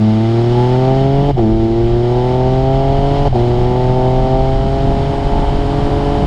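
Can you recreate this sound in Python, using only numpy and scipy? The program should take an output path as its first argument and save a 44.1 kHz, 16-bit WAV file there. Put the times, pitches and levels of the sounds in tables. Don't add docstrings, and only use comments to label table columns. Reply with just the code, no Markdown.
import sys
import numpy as np
from scipy import signal
from scipy.fft import rfft, irfft, next_fast_len
from scipy.io import wavfile
from scipy.ndimage import uniform_filter1d, minimum_filter1d

SR = 44100
rng = np.random.default_rng(int(sys.argv[2]) if len(sys.argv) > 2 else 0)


def unload_audio(sound):
    columns = np.transpose(np.atleast_2d(sound))
    steps = np.round(np.clip(columns, -1, 1) * 32767)
    wavfile.write(sys.argv[1], SR, steps.astype(np.int16))


N = 276066
TIME = np.arange(N) / SR
FFT_SIZE = next_fast_len(N + SR // 4, real=True) // 2 * 2
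FREQ = np.maximum(np.arange(FFT_SIZE // 2 + 1) * SR / FFT_SIZE, 1)

# (time [s], level [dB])
AIR_RUSH = [(0, -50), (2, -43), (3.3, -34.5), (4.4, -28.5), (5.2, -24), (6.26, -22.5)]


def engine(phase, firing_hz, cut, flare_db, cut_db=-19, drone_db=-0.5, flutter_db=0.7):
    # (time [s], drone gain [dB], bark gain [dB])
    load = [(0.0, -2, -5.5), (0.25, 3.8, -5), (0.6, 7, 0), (0.9, 7, 1.5), (1.25, 9, 4), (1.5, 9.5, -5.5),
            (1.75, 8, -6.8), (2.0, 7.3, -1), (2.25, 6, 3.5), (2.55, 6.5, 1.8), (2.9, 3.3, 5.5), (3.2, 6, 5),
            (3.45, 5.6, 1.6), (3.9, 5, 2.5), (4.3, 3, 4), (4.6, 2.1, -0.5), (4.9, 4.5, 1.9), (5.2, 2, -0.5),
            (5.45, 0.5, 1), (5.7, 6, -1.5), (6.0, 8.6, 2), (6.26, 8, 2.8)]
    # (time [s], gain [dB])
    boom_gain = [(0, 8.5), (.2, -1), (.6, -0.5), (1.2, -1), (1.55, -10.5), (2, -5), (2.9, 1), (3.5, -3.5),
                 (4.3, 1), (5.2, -4.5), (6.26, -9.5)]
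    # (time [s], gain [dB])
    snarl_gain = [(0, -4), (.47, 1), (.56, 14), (.72, 10.5), (.9, 1.5), (5.1, 0.5), (5.25, 7), (5.45, 17),
                  (5.62, -3)]
    # (time [s], gain [dB])
    howl_gain = [(0, -1), (.4, 3), (.65, 6), (1, 5), (1.3, 2), (1.7, -3), (2.3, 2), (3.2, 2), (3.5, 0),
                 (4.3, 0), (5, 1), (6.26, 5)]
    tone = pipes(-firings(phase, firing_hz))
    low, upper = split(tone, hz=430)
    boom, drone = split(low, hz=282)
    pump, growl = split(drone + boom * undb(curve(boom_gain)), hz=180)
    bark, overtones = split(upper, hz=1130)
    _, howl = split(overtones, hz=1130)
    bark = bark + resonance(bark, hz=851, width_hz=18) * (undb(curve(snarl_gain)) - 1)
    upper = bark * undb(curve(load, column=2)) + howl * undb(curve(howl_gain))
    waver_db = 0.4 * undb(curve(AIR_RUSH) - AIR_RUSH[-1][1]) ** 0.5
    pump *= undb(waver_db * wander(rate_hz=25))
    growl *= undb(cut_db * cut + 0.52 * flare_db + waver_db * wander(rate_hz=25))
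    upper *= undb(cut_db * cut + flare_db + flutter_db * wander(rate_hz=30))
    return (pump + growl) * undb(drone_db + curve(load)) + upper


def firings(phase, firing_hz, stagger_periods=0.0135, jitter_periods=0.0025, scatter_db=1.0):
    # (time [s], strength spread [ratio])
    imbalance = [(0, 0.02), (4.6, 0.076), (5.3, 0.37), (6.26, 0.17)]
    firing = np.arange(1, int(phase[-1]))
    cylinder = firing % 3
    jitter, scatter = rng.standard_normal((N // 200, 2))[firing].T
    onset_phase = firing + stagger_periods * (cylinder - 1) + jitter_periods * jitter
    onset = np.interp(onset_phase, phase, np.arange(N) - 1.0)
    sample, fraction = onset.astype(int), onset % 1
    strength = 1 + curve(imbalance)[sample] * np.array([0.5, -1, 0.5])[cylinder]
    strength *= undb(scatter_db * scatter)
    strength *= SR / (2 * firing_hz[sample])
    return np.bincount(sample, strength * (1 - fraction), N) + np.bincount(sample + 1, strength * fraction, N)


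def pipes(pulses, max_delay_s=0.0065):
    # (frequency [Hz], gain [dB])
    slope = [(30, -47), (80, -30), (110, -14), (140, -18.5), (220, -22.5), (420, -21), (700, -28),
             (920, -36), (1060, -47.5), (1700, -55.5), (3000, -64), (8000, -100)]
    # (frequency [Hz], width [Hz], gain [dB])
    modes = [(213, 33.3, 13), (236, 31, -6), (304.7, 42, -9.5), (342, 74, 6.5), (458.5, 43.5, -13.5),
             (460.3, 12, 9.5), (548, 56, -3), (618, 12, -8.5), (666.4, 60.5, 7), (790.6, 62, 9),
             (836.7, 16, -12), (880.5, 53, 10), (986, 29, 8.5), (1168.6, 46, 14), (1345, 44, 11),
             (1550, 62, 4), (1760, 57, 2)]
    modes_db = sum(db / (1 + (2 * (FREQ - hz) / width_hz) ** 2) for hz, width_hz, db in modes)
    ringing = colour(pulses, spectrum(slope) + modes_db)
    delay_s = np.interp(FREQ, [330, 900], [0, max_delay_s])
    lag_cycles = np.cumsum(delay_s) * SR / FFT_SIZE
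    return fft_filter(ringing, np.exp(-2j * np.pi * lag_cycles))


def gearshift(flare_s=0.032, cut_ramp_s=0.015, flare_ramp_s=0.0081):
    # (ignition off [s], ignition on [s], flare [dB])
    shifts = [(1.317, 1.371, 6.5), (3.284, 3.342, 6)]
    cut, flare_db = np.zeros(N), np.zeros(N)
    for off_s, on_s, db in shifts:
        cut += (TIME > off_s) & (TIME < on_s)
        flare_db += db * ((TIME > off_s - flare_s) & (TIME < off_s))
    cut = uniform_filter1d(cut, int(cut_ramp_s * SR) + 1)
    flare_db = uniform_filter1d(flare_db, int(flare_ramp_s * SR) + 1)
    return cut, flare_db


def exhaust_pops():
    # (time [s], peak [dB])
    pops = [(1.363, -22.5), (1.371, -11), (1.380, -19), (1.393, -8.5), (3.327, -11), (3.334, -13.5),
            (3.357, -8)]
    # (frequency [Hz], relative gain [dB])
    response = [(60, -27), (200, -12), (370, 3), (520, 5.5), (780, 14), (950, -8.5), (1150, -23),
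                (3000, -39), (9000, -90), (16000, -110)]
    ring = colour(signal.unit_impulse(N), spectrum(response))
    ring /= abs(ring).max()
    return sum(-undb(db) * np.interp(TIME - at_s, TIME, ring, left=0) for at_s, db in pops)


def intake(phase, firing_hz, cut, flare_db, gain_db=2.6, cut_db=-6, casing_hz=3060, ring_db_per_hz=0.24):
    # (time [s], relative level [dB])
    rasp_level = [(0, -39), (.2, -37.5), (.55, -35.5), (.85, -36.5), (1.27, -38), (1.5, -41.5),
                  (1.95, -39.5), (2.3, -38), (2.7, -38.5), (3.2, -36), (3.4, -38), (4.4, -39), (5.3, -39),
                  (6.26, -38.5)]
    # (frequency [Hz], relative density [dB])
    rasp_spectrum = [(300, -15), (700, 0), (1200, 1.5), (1650, -3.5), (2100, -1), (2600, -6), (3060, -2.5),
                     (3700, -4.5), (5330, -10), (6030, -20), (6540, -17), (7300, -22), (8820, -26.5),
                     (11000, -34.5), (14000, -54)]
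    ring = rng.standard_normal(N)
    for _ in range(2):
        ring = resonance(ring, casing_hz, width_hz=330)
    ring_db = -7 + ring_db_per_hz * (firing_hz - firing_hz.max())
    rasp = noise(rasp_spectrum) + ring / ring.std() * undb(ring_db)
    throb = 1 + 0.067 * np.cos(2 * np.pi * phase)
    shift_db = cut_db * cut + 0.084 * flare_db
    flicker_db = 0.46 * wander(rate_hz=26)
    return rasp * throb * undb(curve(rasp_level) + gain_db + shift_db + flicker_db)


def wind(buffet_db=2.5, eddy_db=1, flap_db=3, swirl_db=-0.3, thump_limit=3.9):
    # (time [s], relative level [dB])
    buffet_level = [(0.06, -30), (0.14, -35), (0.47, -29), (0.53, -25), (0.77, -28), (1.1, -22),
                    (1.15, -19), (1.7, -23), (1.94, -18), (2.07, -24), (3.26, -18), (3.45, -22),
                    (3.62, -18), (3.72, -18), (3.79, -24), (3.89, -19), (4.13, -22), (4.22, -16),
                    (4.32, -21), (4.41, -14), (4.49, -21), (4.58, -16), (4.77, -18), (4.9, -14),
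                    (5.12, -20), (5.29, -16), (6.01, -17), (6.18, -16)]
    # (frequency [Hz], relative density [dB])
    buffet_spectrum = [(8, -21), (20, 1), (45, -1.5), (70, -7), (110, -9), (210, -18.5), (350, -25),
                       (500, -38.5), (1000, -48), (3000, -91.5)]
    # (frequency [Hz], relative density [dB])
    rush_spectrum = [(100, 3.5), (310, 5), (520, -6), (800, 2.5), (1150, -9.5), (1700, -15.5), (2400, -21),
                     (4700, -25.5), (6000, -36.5), (7500, -35.5), (8700, -37.5), (11000, -50), (14000, -62)]
    thump, flap = split(noise(buffet_spectrum), hz=123)
    thump *= undb(eddy_db * wander(rate_hz=18))
    thump = thump_limit * np.tanh(thump / thump_limit)
    flap *= undb(flap_db * wander(rate_hz=35))
    buffets = (thump + flap) * undb(curve(buffet_level) + buffet_db)
    rush = noise(rush_spectrum) * undb(curve(AIR_RUSH) + swirl_db * wander(rate_hz=16))
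    return buffets + rush


def undb(db):
    return 10 ** (np.asarray(db) / 20)


def curve(rows, column=1):
    rows = np.asarray(rows)
    return np.interp(TIME, rows[:, 0], rows[:, column])


def spectrum(points):
    hz, db = np.transpose(points)
    return np.interp(np.log(FREQ), np.log(hz), db)


def fft_filter(x, response):
    return irfft(rfft(x, FFT_SIZE) * response)[:N]


def colour(x, gain_db):
    cepstrum = irfft(np.log(undb(gain_db)))
    causal_fold = 1 - np.sign(np.arange(FFT_SIZE) - FFT_SIZE // 2)
    causal_fold[0] = 1
    return fft_filter(x, np.exp(rfft(cepstrum * causal_fold)))


def split(x, hz):
    low = fft_filter(x, 1 / (1 + (FREQ / hz) ** 8))
    return low, x - low


def resonance(x, hz, width_hz):
    return fft_filter(x, 1 / (1 + 1j * (FREQ / hz - hz / FREQ) * hz / width_hz))


def noise(points):
    x = colour(rng.standard_normal(N), spectrum(points))
    return x / x.std()


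def wander(rate_hz):
    hold = int(SR / rate_hz)
    steps = rng.standard_normal(N // 50)[np.arange(N) // hold]
    return 1.3 * uniform_filter1d(uniform_filter1d(steps, hold), hold)


def scene():
    # (time [s], firing rate [Hz])
    revs = [(0.0, 107.6), (0.15, 109.2), (0.3, 114.3), (0.5, 120), (0.7, 125.3), (0.9, 131.9), (1.1, 136.6),
            (1.29, 143.2), (1.32, 140.0), (1.36, 126.0), (1.42, 111.4), (1.46, 108.4), (1.52, 111.5),
            (1.65, 112.3), (1.8, 115.9), (2.0, 119.4), (2.25, 124.9), (2.5, 129.4), (2.75, 134.3),
            (3.0, 138.4), (3.26, 142.3), (3.29, 139.2), (3.33, 127), (3.37, 118.4), (3.43, 120.2),
            (3.55, 121.4), (3.8, 125.8), (4.1, 128.2), (4.4, 131.5), (4.7, 134.8), (5.0, 137.1),
            (5.3, 138.3), (5.6, 139.7), (5.9, 141.4), (6.26, 142.8)]
    firing_hz = curve(revs)
    phase = 0.9 + np.cumsum(firing_hz) / SR
    cut, flare_db = gearshift()
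    motor = engine(phase, firing_hz, cut, flare_db)
    rasp = intake(phase, firing_hz, cut, flare_db)
    return (motor + exhaust_pops() + rasp + wind())[None]


def record(dry, ceiling=0.85, window_samples=700, cutoff_hz=15700):
    allowed_gain = np.minimum(1, ceiling / (abs(dry) + 1e-9))
    gain = uniform_filter1d(minimum_filter1d(allowed_gain, window_samples), window_samples)
    lowpass = signal.ellip(8, 0.2, 70, cutoff_hz, fs=SR, output="sos")
    return signal.sosfilt(lowpass, dry * gain)


dry = scene()
out = record(dry)
unload_audio(out)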